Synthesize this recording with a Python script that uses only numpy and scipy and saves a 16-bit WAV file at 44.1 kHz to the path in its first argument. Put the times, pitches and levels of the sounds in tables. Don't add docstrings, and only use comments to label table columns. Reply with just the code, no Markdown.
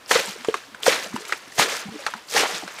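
import sys
import numpy as np
from scipy import signal
from scipy.fft import rfft, irfft
from scipy.io import wavfile

SR = 44100
rng = np.random.default_rng(int(sys.argv[2]) if len(sys.argv) > 2 else 0)


def digitize_waveform(pressure):
    field = np.atleast_2d(pressure).T
    bounded = np.clip(field, -1, 1)
    quanta = np.round(bounded * 32767).astype(np.int16)
    wavfile.write(sys.argv[1], SR, quanta)


def gain_from_decibels(decibels):
    exponent = np.asarray(decibels, float) / 20
    return 10 ** exponent


N = 123479


def rms_one(x):
    return x / np.sqrt(np.mean(x ** 2) + 1e-20)


def filtered(x, order, hz, kind="low"):
    return signal.sosfilt(signal.butter(order, hz, kind, fs=SR, output="sos"), x)


def at_hz(points, hz):
    corner_hz, db = np.transpose(points)
    return np.interp(np.log(np.maximum(hz, 1)), np.log(corner_hz), db)


def drift(rate_hz):
    step = 40
    r = np.exp(-2 * np.pi * rate_hz * step / SR)
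    slow = signal.lfilter([1], [1, -2 * r, r * r], rng.standard_normal(N // step + 2002))
    slow = rms_one(slow[2000:])
    return np.interp(np.arange(N) / step, np.arange(len(slow)), slow)


def ring(clicks, hz, t60):
    r, w = gain_from_decibels(-60 / (t60 * SR)), 2 * np.pi * hz / SR
    return signal.lfilter([0, np.sin(w)], [1, -2 * r * np.cos(w), r * r], clicks + 1e-18)


def coloured(spectrum):
    gain = gain_from_decibels(at_hz(spectrum, np.fft.rfftfreq(N, 1 / SR)))
    return rms_one(irfft(rfft(rng.standard_normal(N)) * gain, N))


# f/Hz, level/dB
AIR = [(15, -41), (25, -10), (246, -8.5), (1020, -6), (4380, -14), (4750, -15), (15500, -30)]


def open_air():
    return gain_from_decibels(-48.5) * coloured(AIR)


# t/s (delay), level/dB
ECHOES = [
    (.011, -18),
    (.023, -22),
]


def echoes(near):
    dull = filtered(near, 1, 6000)
    return sum(gain_from_decibels(db) * np.pad(dull, (int(s * SR), 0))[:N] for s, db in ECHOES)


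def gurgles(level, per_s, gain_db, low_hz, high_hz):
    cycles, pitch_rise = 2.7, 0.19
    out, count = np.zeros(N + SR), 200
    for when, size, luck, keep in rng.random((count, 4)):
        i = int(when * (N - 1))
        hz = low_hz * (high_hz / low_hz) ** (size * size)
        c = np.arange(int(3 * cycles / hz * SR)) * hz / SR
        shape = (1 - np.exp(-c)) * np.exp(-2 * c / cycles)
        shape = shape * (keep < per_s * N / SR / count)
        db = min(level[i], -36) + gain_db + 10 * (luck - .5)
        chirp = np.sin(2 * np.pi * c * (1 + pitch_rise * c / cycles / 2))
        out[i:i + len(c)] += gain_from_decibels(db) * shape * chirp
    return out[:N]


# t/s, length/s, level/dB, f/Hz (centre)
SPATTERS = [(1.139, .008, -46, 9000), (1.154, .016, -37, 7000), (1.2, .005, -40, 5000),
            (1.207, .014, -36, 5000), (1.252, .004, -32, 5000), (1.28, .013, -33, 7000),
            (1.307, .006, -44, 9000), (1.359, .005, -38, 4000), (1.372, .012, -43, 8000),
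            (1.4785, .006, -44, 6000), (1.52, .005, -36, 4000), (.475, .012, -42, 6000),
            (.844, .006, -30, 4600), (1.893, .006, -44, 6000), (2.001, .012, -41, 5000),
            (2.101, .014, -41, 7000), (2.284, .006, -37, 5000), (2.738, .008, -42, 8000),
            (2.786, .012, -37, 6000), (.8026, .004, -45, 8000)]


def spatters():
    out, half_width_octaves = np.zeros(N + SR), .65
    for s, length, db, hz in SPATTERS:
        ticks = rng.standard_normal(SR // 20) * rng.exponential(1, SR // 20)
        edges = np.minimum(hz * 2 ** (half_width_octaves * np.array([-1, 1])), .4 * SR)
        u, i = np.arange(len(ticks)) / (length * SR), int(s * SR)
        shape = np.clip(10 * u, 0, 1) * gain_from_decibels(-6 * u - 40 * np.maximum(u - 1, 0))
        out[i:i + len(u)] += gain_from_decibels(db - 3) * shape * rms_one(filtered(ticks, 2, edges, "band"))
    return out[:N]


# t/s, level/dB (peak), f/Hz, length/cycles
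POPS = [(.2595, -20, 8300, 9.0), (.8333, -10, 3300, 3.5), (1.5961, -3, 1020, 2.6), (1.5965, -12, 2250, 5.0),
        (1.583, -20, 720, 4.0), (1.3238, -13, 1950, 8.0), (1.3236, -23, 4500, 6.0),
        (2.0645, -13, 1250, 4.0), (2.0655, -22, 2250, 6.0), (2.0645, -20, 4200, 6.0),
        (2.075, -24, 2500, 8.0), (2.082, -22, 1300, 6.0), (2.138, -24, 1500, 5.0), (2.366, -12, 820, 4.0),
        (2.348, -18, 470, 4.0), (2.433, -17, 746, 5.0), (2.457, -18, 850, 5.0), (1.746, -28, 1000, 6.0),
        (.321, -30, 6500, 9.0), (2.582, -22, 7000, 9.0), (.279, -30, 930, 8.0), (1.129, -33, 1050, 6.0),
        (2.623, -31, 781, 7.0), (2.635, -30, 740, 5.0)]


def pops():
    out = np.zeros(N + SR)
    for s, db, hz, cycles in POPS:
        u = np.arange(int(2 * cycles / hz * SR)) * hz / SR / cycles
        i = int(s * SR)
        swell = 4 * u * np.exp(1 - 4 * u)
        out[i:i + len(u)] += gain_from_decibels(db) * swell * np.sin(2 * np.pi * cycles * u)
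    return out[:N]


# t/s, length/s, level/dB (peak), f/Hz
GULPS = [(.11, 0.016, -13, 520), (.154, 0.014, -14, 490), (.278, 0.028, -32, 200), (.357, 0.008, -33, 420),
         (.38, 0.055, -45.5, 232), (.485, 0.013, -12, 462), (.502, 0.01, -29, 500), (.518, .022, -35, 450),
         (.545, 0.011, -31, 410), (.863, 0.011, -15.5, 706), (.879, 0.009, -7, 474),
         (1.045, 0.014, -35, 520), (1.06, 0.024, -39.5, 200), (1.062, 0.0049, -27, 605),
         (1.1, 0.11, -41.5, 200), (1.141, 0.021, -23.5, 220), (1.27, 0.076, -45.5, 398),
         (1.33, 0.01, -30.5, 398), (1.43, 0.014, -49, 283), (1.476, 0.013, -43, 250),
         (1.671, 0.016, -27, 490), (1.852, 0.088, -30.5, 211.4), (1.888, 0.023, -28, 214),
         (1.936, 0.042, -36, 307), (1.992, 0.015, -35.5, 557), (2.069, 0.021, -29, 952),
         (2.403, 0.011, -18.5, 504), (2.53, 0.024, -39, 200), (2.631, 0.01, -28, 293),
         (0.663, 0.034, -51, 270), (.72, 0.032, -44.5, 240), (1.155, 0.0052, -26, 440),
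           (1.176, .014, -31.5, 340), (1.203, 0.032, -37, 426), (1.914, 0.067, -41, 431.5),
           (1.587, 0.013, -23.5, 140), (2.145, 0.038, -39.5, 227), (2.639, 0.029, -38.5, 191.5),
           (2.175, .016, -38, 950), (2.15, .01, -36, 1000), (2.088, .006, -32, 600), (1.65, .015, -34, 400),
           (1.72, .025, -36, 500), (.18, .03, -26, 520), (.245, .012, -35, 520), (2.49, .03, -32, 780),
           (2.43, .012, -28, 450), (1.87, .03, -41, 800)]


def gulps():
    attack, glide, overtone_db = .15, .04, -22
    out, wobble = np.zeros(N + SR), gain_from_decibels(3.5 * drift(60))
    waver = np.tile(1 + .06 * drift(50), 2)
    for s, length, db, hz in GULPS:
        i = int(s * SR)
        u = np.arange(int(1.3 * length * SR)) / (length * SR)
        opening = np.sin(np.pi / 2 * np.clip(u / attack, 0, 1))
        closing = np.clip((1.3 - u) / .5, 0, 1)
        shape = opening * gain_from_decibels(-5 * u) * closing
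        pitch = hz * (1 + glide * (u - .5)) * waver[i:i + len(u)]
        turn = 2 * np.pi * np.cumsum(pitch) / SR
        tone = np.sin(turn) + gain_from_decibels(overtone_db) * np.sin(2 * turn + 1)
        out[i:i + len(u)] += gain_from_decibels(db) * shape * tone
    return out[:N] * wobble


# f/Hz, level/dB
CRACK = [(120, -40), (350, -12), (600, -8.5), (1270, -2.5), (1660, -5.5), (8290, -22), (15500, -45)]
# t/s, level/dB (peak), f/Hz (bubble), level/dB (crack share)
SLAPS = [(0.061, -24, 5030, -16.5), (0.094, -16, 4470, -18), (0.1115, -11, 1270, 7),
         (0.446, -29, 1000, 6.5), (0.486, -14.5, 3080, -14), (0.541, -7, 1130, -9), (0.746, -26, 1520, -6),
         (0.863, -9.5, 974, 0.5), (1.161, -16.5, 995, -7.5), (1.25, -27, 2200, -10),
         (1.294, -20, 1370, -11), (1.3232, -11.5, 1310, -3), (1.333, -12, 2440, -34),
         (1.522, -25.5, 1900, -25), (1.58, -27, 3380, 6), (1.595, -18, 980, 8), (2.0645, -15, 960, 3),
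         (2.137, -19, 1020, -5), (2.282, -44, 4460, -2), (2.677, -21.5, 1380, -4), (2.785, -23, 2250, -7)]


def slaps():
    swell_cycles, ring_cycles = 2.73, 14.7
    rise_s, crack_t60_s, wash_t60_s, wash_db = 0.00077, 0.016, .06, -4
    out, noise, t = np.zeros(N + SR), np.tile(coloured(CRACK), 2), np.arange(SR // 6) / SR
    rise = 1 - np.exp(-t / rise_s)
    decay = gain_from_decibels(-60 * t / crack_t60_s) + gain_from_decibels(wash_db - 60 * t / wash_t60_s)
    for s, db, hz, crack_db in SLAPS:
        i = int(s * SR)
        swell = 1 - np.exp(-(t * hz / swell_cycles) ** 2)
        bubble = 4 * swell * gain_from_decibels(-60 * t * hz / ring_cycles) * np.sin(2 * np.pi * hz * t)
        crack = gain_from_decibels(crack_db) * noise[i:i + len(t)] * rise * decay
        out[i:i + len(t)] += gain_from_decibels(db - 3) * (bubble + crack)
    return out[:N]


# t/s, level/dB, fineness/dB (treble tilt of the spray)
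FALLS = [
    [(.05, -64, -22), (.085, -46.5, 6.5), (.105, -33, 5.5), (.113, -23.5, 3.5), (.17, -22, -7),
     (.205, -26, -3), (.222, -32, -3.5), (.31, -36, 0.1), (.36, -44, -4)],
    [(.81, -54.5, -27), (.828, -38.5, 4), (.856, -34.5, 9.5), (.865, -22, 2.5), (.92, -23.5, -7),
     (.96, -27.5, -4), (.99, -31, -5), (1.06, -37.5, -1.5), (1.085, -43.5, -2.5)],
    [(1.56, -51.5, 16), (1.578, -32.5, -3), (1.594, -20.5, 3), (1.62, -18, -7), (1.645, -26.5, -1.5),
     (1.66, -30, -5.5), (1.75, -31.5, -0.5), (1.81, -35, -2.5), (1.83, -39, -10)],
    [(2.27, -61, 8.5), (2.3, -43.5, 12), (2.335, -31.5, 1), (2.37, -19.5, -3), (2.41, -22, -2),
     (2.46, -27, -12), (2.48, -32, -3.5), (2.56, -33.5, -3.5), (2.615, -39.5, -1.5)],
]
# t/s, level/dB
SCOOPS = [
    [(.42, -44.5), (.47, -43), (.5, -38.5), (.53, -47), (.57, -40), (.62, -46.5), (.7, -56)],
    [(1.13, -44), (1.165, -41), (1.19, -43.5), (1.26, -42.5), (1.3, -39.5), (1.37, -42.5), (1.4, -47.5),
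     (1.5, -50)],
    [(1.9, -48), (1.98, -45), (2.02, -41), (2.06, -43.5), (2.11, -42), (2.155, -48.5), (2.17, -45.5),
     (2.23, -53)],
    [(2.64, -39), (2.66, -43), (2.72, -41.5), (2.76, -43.5), (2.79, -40.5)],
]


def flow():
    landing = [row for fall in FALLS for row in fall]
    stirring = [(s, db, -5) for scoop in SCOOPS for s, db in scoop]
    s, level, fine = np.transpose(sorted(landing + stirring))
    return [np.interp(np.arange(N) / SR, s, column) for column in (level, fine)]


def grains(per_s, pitches, cycles, gains):
    sizes = gain_from_decibels(2.9 * np.minimum(rng.exponential(1, N), 5)) * rng.choice([-1, 1], N)
    sizes = sizes * (rng.random(N) < per_s / SR) / np.sqrt(per_s)
    dealt = rng.integers(0, len(pitches), N)
    out = np.zeros(N)
    for k, hz in enumerate(pitches):
        out += gains(hz) * rms_one(ring(sizes * (dealt == k), hz, cycles / hz))
    return out


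# f/Hz, level/dB (per Hz)
SPRAY = [(59, -54), (100, 6), (362, -33), (487, -27), (614, -17.5), (1310, -4), (1590, -2), (6660, -6),
         (15500, -26)]


def falling_water(level, fine):
    spray_low_hz, foam_low_hz, foam_high_hz = 321, 432, 1030
    swing, together = level - level.mean(), drift(33)

    def spray_gain(hz):
        patchy = 1.6 * (.5 * together + drift(49))
        tilt = fine * np.log2(hz / 2500) / 2
        return np.sqrt(hz) * gain_from_decibels(at_hz(SPRAY, hz) - 38.5 + tilt + patchy)

    drops_per_s = np.clip(15000 * gain_from_decibels(.45 * swing), 500, SR * .9)
    spray = grains(drops_per_s, np.geomspace(spray_low_hz, 15000, num=28), 15, spray_gain)
    foam_per_s = 450 * gain_from_decibels(.5 * swing + 2 * drift(20))
    foam = grains(foam_per_s, np.geomspace(foam_low_hz, foam_high_hz, num=12), 11,
                  lambda hz: (foam_low_hz / hz) ** 1.33)
    thump = rms_one(filtered(rng.standard_normal(N), 2, [20, 200], "band"))
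    water = gain_from_decibels(level - 1.5) * spray + gain_from_decibels(-56 + 1.116 * swing) * foam
    water = filtered(water, 2, 0.79 * spray_low_hz, "high")
    return water + gain_from_decibels(-85 + 2 * swing) * thump


def scene():
    level, fine = flow()
    near = falling_water(level, fine) + slaps() + gulps() + pops()
    near = near + gurgles(level, per_s=53, gain_db=-15.5, low_hz=250, high_hz=1470)
    near = near + gurgles(level, per_s=70, gain_db=8, low_hz=2000, high_hz=10000)
    return (near + echoes(near) + open_air() + spatters())[None]


def low_pass(x):
    return signal.sosfilt(signal.butter(12, 16810, fs=SR, output="sos"), x)


def record(dry):
    x = filtered(dry, 1, 116, "high")
    x = x / (1 + x ** 6) ** (1 / 6)
    x = signal.sosfilt(signal.cheby2(12, 45, 15700 * 1.02, fs=SR, output="sos"), x)
    return low_pass(x)


dry = scene()
out = record(dry)
digitize_waveform(out)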